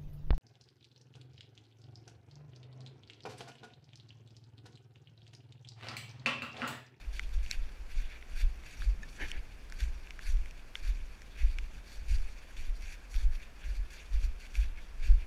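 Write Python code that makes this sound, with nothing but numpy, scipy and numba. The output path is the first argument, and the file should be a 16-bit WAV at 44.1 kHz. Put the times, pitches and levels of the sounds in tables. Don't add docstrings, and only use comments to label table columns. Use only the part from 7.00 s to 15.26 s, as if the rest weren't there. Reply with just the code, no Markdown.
import sys
import numpy as np
from scipy import signal
from scipy.fft import rfft, irfft, next_fast_len
from scipy.io import wavfile
from scipy.ndimage import uniform_filter1d
from numba import njit

SR = 44100
rng = np.random.default_rng(int(sys.argv[2]) if len(sys.argv) > 2 else 0)


def linear_from_db(decibels):
    return 10 ** (np.asarray(decibels, float) / 20)


def master_out(mix):
    frames = np.transpose(np.atleast_2d(mix))
    ceiling = np.clip(frames, -1, 1)
    pcm = np.round(ceiling * 32767).astype(np.int16)
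    wavfile.write(sys.argv[1], SR, pcm)


N = 364266
T = np.arange(N) / SR

# pitch in Hz, nominal width in Hz, relative level in dB.
COARSE_CAVITIES = [(1607, 490, 7), (2334, 760, 9.5), (2700, 850, 5), (3480, 790, 3)]
FINE_CAVITIES = [(4543, 890, 5.5), (5666, 680, 2), (6600, 1830, -2), (8900, 4100, -12), (10680, 2460, -8.5),
                 (13060, 1470, -11), (14850, 390, -15)]


def level(x, db):
    return x * linear_from_db(db) / np.sqrt(np.mean(x ** 2))


def walk(rate):
    hold = int(SR / rate)
    steps = np.repeat(rng.standard_normal(N // hold + 1), hold)
    return 0.92 * uniform_filter1d(steps, hold)[:N]


def ring(x, modes, flutter_db=0):
    out = 0
    for k, (hz, width, db) in enumerate(modes):
        b, a = signal.iirpeak(hz, hz / (0.85 * width), fs=SR)
        gain = linear_from_db(db + flutter_db * walk(40)) if flutter_db else linear_from_db(db)
        once = signal.lfilter(b, a, x)
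        twice = signal.lfilter(b, a, once)
        out = out + (-1) ** k * gain * twice
    return out


@njit
def follow(x, rise_s, fall_s):
    y, now = np.empty(len(x)), x[0]
    for i in range(len(x)):
        now += (x[i] - now) / (SR * (rise_s if x[i] > now else fall_s))
        y[i] = now
    return y


def grains():
    grains_per_s, mean_boost_db = 3500, 2.5
    breaks = (rng.random(N) < grains_per_s / SR) * rng.choice([-1., 1.], N)
    sizes = linear_from_db(mean_boost_db * rng.exponential(size=N))
    rush = 1.13 * rng.standard_normal(N)
    return level(breaks * sizes, 0) + rush


def hiss():
    # pitch in Hz, relative level in dB per Hz.
    color = [(53, -35), (90, -15), (135, -6), (1210, -15), (1600, -13.5), (1940, -16.5), (2360, -14.5),
             (3190, -22), (4590, -29.5), (5010, -24), (5690, -27.5), (8380, -33), (10600, -34),
             (14300, -38), (15300, -46)]
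    size = next_fast_len(N)
    hz, db = np.transpose(color)
    bin_hz = np.arange(size // 2 + 1) * SR / size
    gain = linear_from_db(np.interp(np.log(bin_hz + 1), np.log(hz), db))
    noise = irfft(rfft(rng.standard_normal(size)) * gain, size)[:N]
    return level(noise, -60.5)


def wind():
    # time in seconds, level in dB.
    strength = [(0.0, -68), (1.72, -70), (2.0, -53.5), (2.71, -69.5), (2.76, -61.5), (7.98, -73.5),
                (8.07, -54), (8.26, -88)]
    s, db = np.transpose(strength)
    air = ring(rng.standard_normal(N), [(92, 39, 2.5), (161.0, 210, -7.0)])
    uneven = air * linear_from_db(5.1 * walk(11))
    return level(uneven, 0) * linear_from_db(np.interp(T, s, db))


def scuffs():
    # middle in seconds, length in seconds, peak level in dB.
    drags = [(2.226, 0.098, -41.5), (2.35, 0.13, -52.5), (2.82, 0.044, -60)]
    # pitch in Hz, nominal width in Hz, relative level in dB.
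    color = [(223, 220, -5), (390, 380, -3.5), (846, 430, -9.5), (1720, 490, 3), (2200, 130, 5.5),
             (2920, 390, -6)]
    swell = sum(linear_from_db(db) * np.exp(-2 * ((T - s) / (length / 2)) ** 2) for s, length, db in drags)
    return swell * level(ring(grains(), color), 0)


def chink():
    # pitch in Hz, level in dB before the soft start and fade, time to fade 60 dB in seconds.
    tones = [(1760, -37.5, 0.049), (2460, -45, 0.032), (3750, -55, .06), (5400, -47, .015),
             (6600, -41, 0.012)]
    t = np.maximum(T - 2.031, 0)
    soft_start = 1 - np.exp(-t / 0.00074)
    return sum(linear_from_db(db - 60 * t / t60) * np.sin(2 * np.pi * hz * t) * soft_start for hz, db, t60 in tones)


def ticks():
    # start in seconds, peak level in dB, low ring in Hz,
    # brightness in dB (how much of the high ring and fine cavities is mixed in).
    touches = [(0.1949, -22, 2130, -27.5), (0.2361, -39.5, 2410, -23), (0.3885, -43.5, 2320, -30),
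               (0.4625, -38, 2670, -18), (0.5122, -17.5, 4100, -10.5), (1.2257, -39, 2020, -37),
               (1.6367, -43, 2200, -30), (1.8205, -33.5, 1600, -22), (2.3159, -26, 3050, -19),
               (2.6997, -41.5, 1600, -7), (2.7232, -34.5, 1680, -12.5), (3.0724, -42, 2560, -26),
               (3.107, -32, 2330, -22.5), (3.1916, -33, 1610, -25), (3.371, -43, 2250, -23),
               (3.459, -38, 2250, -28), (3.5099, -40, 2510, -14), (3.595, -47.5, 2550, -26),
               (3.7544, -23, 2280, -30.5), (4.2191, -41, 1690, -11), (4.586, -28, 2400, -25),
               (5.569, -41, 2300, -22), (6.143, -35, 2300, -23), (7.554, -31, 2420, -21)]
    high_hz, air_hz, contact_ms = 5510, 12800, .65
    out, size = np.zeros(N), int(.04 * SR)
    t_ms = np.arange(size) * 1000 / SR
    contact = np.exp(-(t_ms / contact_ms) ** 2)
    tail = 0.072 * np.exp(-t_ms / 4.4)
    rattles = rng.standard_normal((len(touches), size))
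    for (s, db, low_hz, bright_db), rattle in zip(touches, rattles):
        tap = (t_ms == 0) + 0.12 * rattle * (contact + tail)
        own_rings = [[(low_hz, 750, 0)], [(high_hz, 1500, 0)], [(air_hz, 4500, 0)]]
        rings = [ring(tap, modes) for modes in own_rings + [COARSE_CAVITIES, FINE_CAVITIES]]
        low, high, air, coarse, fine = (r / np.abs(r).max() for r in rings)
        bright = linear_from_db(bright_db) * (5.2 * high + 2.9 * fine)
        one = low + linear_from_db(-33) * air + 0.68 * coarse + bright
        i = int(s * SR)
        out[i:i + size] += linear_from_db(db) * one / np.abs(one).max()
    return out


def crunch():
    # start in seconds, length in seconds,
    # target level in dB, fine grains against coarse in dB.
    presses = [(0, 0.065, -60, -7), (0.123, 0.066, -52, -4), (0.331, 0.02, -55.5, -3),
               (.427, .068, -58.5, -5), (0.492, 0.063, -50.5, -7), (0.892, 0.13, -55.5, -6),
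               (1.021, 0.15, -55.5, -12), (1.267, 0.092, -57.5, -6.5), (1.354, 0.063, -50, -4.5),
               (1.652, .1, -55, -6), (1.766, .135, -55.5, -5), (2.082, .1, -60.5, -1.5),
               (2.192, 0.062, -50, -9.5), (2.26, 0.056, -53.5, -4), (2.32, .06, -56.5, -10),
               (2.722, 0.089, -60.5, -2.5), (2.784, 0.057, -51.5, -4.5), (3.21, .032, -57, -3),
               (3.243, 0.065, -52, -2.8), (3.415, 0.11, -62.5, -6), (3.74, 0.055, -61, -2),
               (3.823, 0.079, -51.5, -5), (4.04, 0.1, -62, -3.5), (4.316, 0.068, -58.5, -11),
               (4.37, .055, -49.5, -7.5), (4.43, 0.1, -58.5, -4), (4.705, 0.077, -61.5, -4.5),
               (4.853, 0.12, -61, -1), (5.08, 0.076, -51.5, -2), (5.33, .048, -60.4, -6),
               (5.41, 0.033, -57.5, -6), (5.563, 0.039, -53, -4), (5.607, 0.093, -59, -3),
               (5.744, .02, -64, 5), (5.809, .05, -55, -3.5), (5.842, .1, -55.5, -4), (6.095, 0.02, -59, 3),
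               (6.131, 0.11, -55, -2.5), (6.308, 0.055, -60, -5.5), (6.413, 0.02, -55, -7),
               (6.613, 0.036, -55.5, -15), (6.64, 0.13, -59, -3), (6.899, .08, -55.5, -4),
               (6.978, 0.086, -59, -7), (7.123, 0.13, -54.5, -4.5), (7.393, 0.072, -56.5, -5.5),
               (7.541, .026, -50.5, -4.5), (7.57, 0.075, -55.5, -4.5), (7.675, 0.12, -58, -12),
               (8.022, 0.065, -52.5, -5), (8.196, 0.027, -56.5, -7)]
    touch_db, touch_db_per_s = -10, 118
    settle_db, settle_db_per_s = -9.5, 34
    coarse_db = -66 + 1.5 * walk(11)
    fine_db = coarse_db - 5
    for s, length, press_db, tilt_db in presses:
        touch = touch_db - touch_db_per_s * (s - T)
        settle = settle_db - settle_db_per_s * (T - s - length)
        shape = np.where(T < s, touch, np.where(T < s + length, 0, settle))
        coarse_db = np.maximum(coarse_db, press_db + shape)
        fine_db = np.maximum(fine_db, press_db + tilt_db + shape)
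    coarse_db = follow(coarse_db, 0.0062, 0.014)
    fine_db = follow(fine_db, 0.0062, 0.014)
    snow = grains() * linear_from_db(1.9 * walk(30) + 1.8 * walk(110))
    coarse = level(ring(snow, COARSE_CAVITIES, flutter_db=3.0), 0)
    fine = level(ring(snow, FINE_CAVITIES, flutter_db=2.5), 0)
    return linear_from_db(coarse_db) * coarse + linear_from_db(fine_db) * fine


def thuds():
    # peak time in seconds,
    # push on the slow sway in dB, push on the quicker knock in dB (both before the padding).
    jolts = [(.084, -43, -36.5), (.148, -38, -58), (.243, -40, -34), (0.365, -30, -26.5), (.44, -37, -64),
             (0.578, -27, -53), (.623, -64, -37.5), (.81, -44, -43.5), (0.968, -24.5, -35),
             (1.353, -33.5, -56), (1.447, -33, -24), (1.82, -30, -33.5), (1.884, -51, -25),
             (1.987, -43, -63), (2.237, -33.5, -42.5), (2.359, -28.5, -56), (2.738, -40, -61),
             (2.83, -35.5, -28), (2.889, -30, -36), (3.283, -33, -22.5), (3.336, -23, -39),
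             (3.396, -44, -35), (3.835, -32, -34), (3.899, -37, -27.5), (3.97, -32, -53),
             (4.03, -35.5, -55), (4.444, -26, -21), (4.56, -34, -45), (4.633, -40.5, -46), (4.77, -42, -47),
             (4.99, -44, -39), (5.118, -26.5, -17.5), (5.16, -26, -29), (5.204, -36, -29.5),
             (5.595, -37.5, -37.5), (5.694, -26.5, -49), (5.834, -41.5, -38), (6.164, -27.5, -27.5),
             (6.265, -24.5, -26.5), (6.685, -30, -32.5), (6.801, -39, -33), (7.154, -22.5, -28),
             (7.245, -29, -32.5), (7.598, -27.5, -21.5), (7.675, -48, -37), (7.726, -37.5, -51),
             (7.918, -44.5, -38), (8.01, -28.5, -46), (8.112, -19, -13.5), (8.2, -54, -50)]
    # build-up in dB per second, dying away in dB per second,
    # level between jolts in dB (before the padding).
    jolt_shape = [(460, 181, -51.5), (636, 287, -53.5)]
    shake_hz = [(10, 32.9), (34, 61)]
    out = 0
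    s, *peaks_db = np.transpose(jolts)
    for peak_db, edges_hz, (up, down, rest_db) in zip(peaks_db, shake_hz, jolt_shape):
        push = linear_from_db(rest_db)
        for at, db in zip(s, peak_db):
            push = push + linear_from_db(db - np.maximum(up * (at - T), down * (T - at)))
        band = signal.butter(2, edges_hz, "bandpass", fs=SR, output="sos")
        swing = signal.sosfilt(band, rng.standard_normal(N))
        swing = signal.hilbert(swing, next_fast_len(N))[:N]
        even = swing.real / np.abs(swing) ** 0.52
        out = out + level(even * linear_from_db(2.15 * walk(14)), 0) * push
    padding = signal.butter(3, 70.7, fs=SR, output="sos")
    return signal.sosfiltfilt(padding, out) + linear_from_db(-21.5) * out


def scene():
    mix = thuds() + wind() + crunch() + ticks() + chink() + scuffs() + hiss()
    return mix[None]


def low_pass(x):
    return signal.sosfilt(signal.butter(12, 16480, fs=SR, output="sos"), x)


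def record(dry):
    return low_pass(dry)


dry = scene()
out = record(dry)
master_out(out)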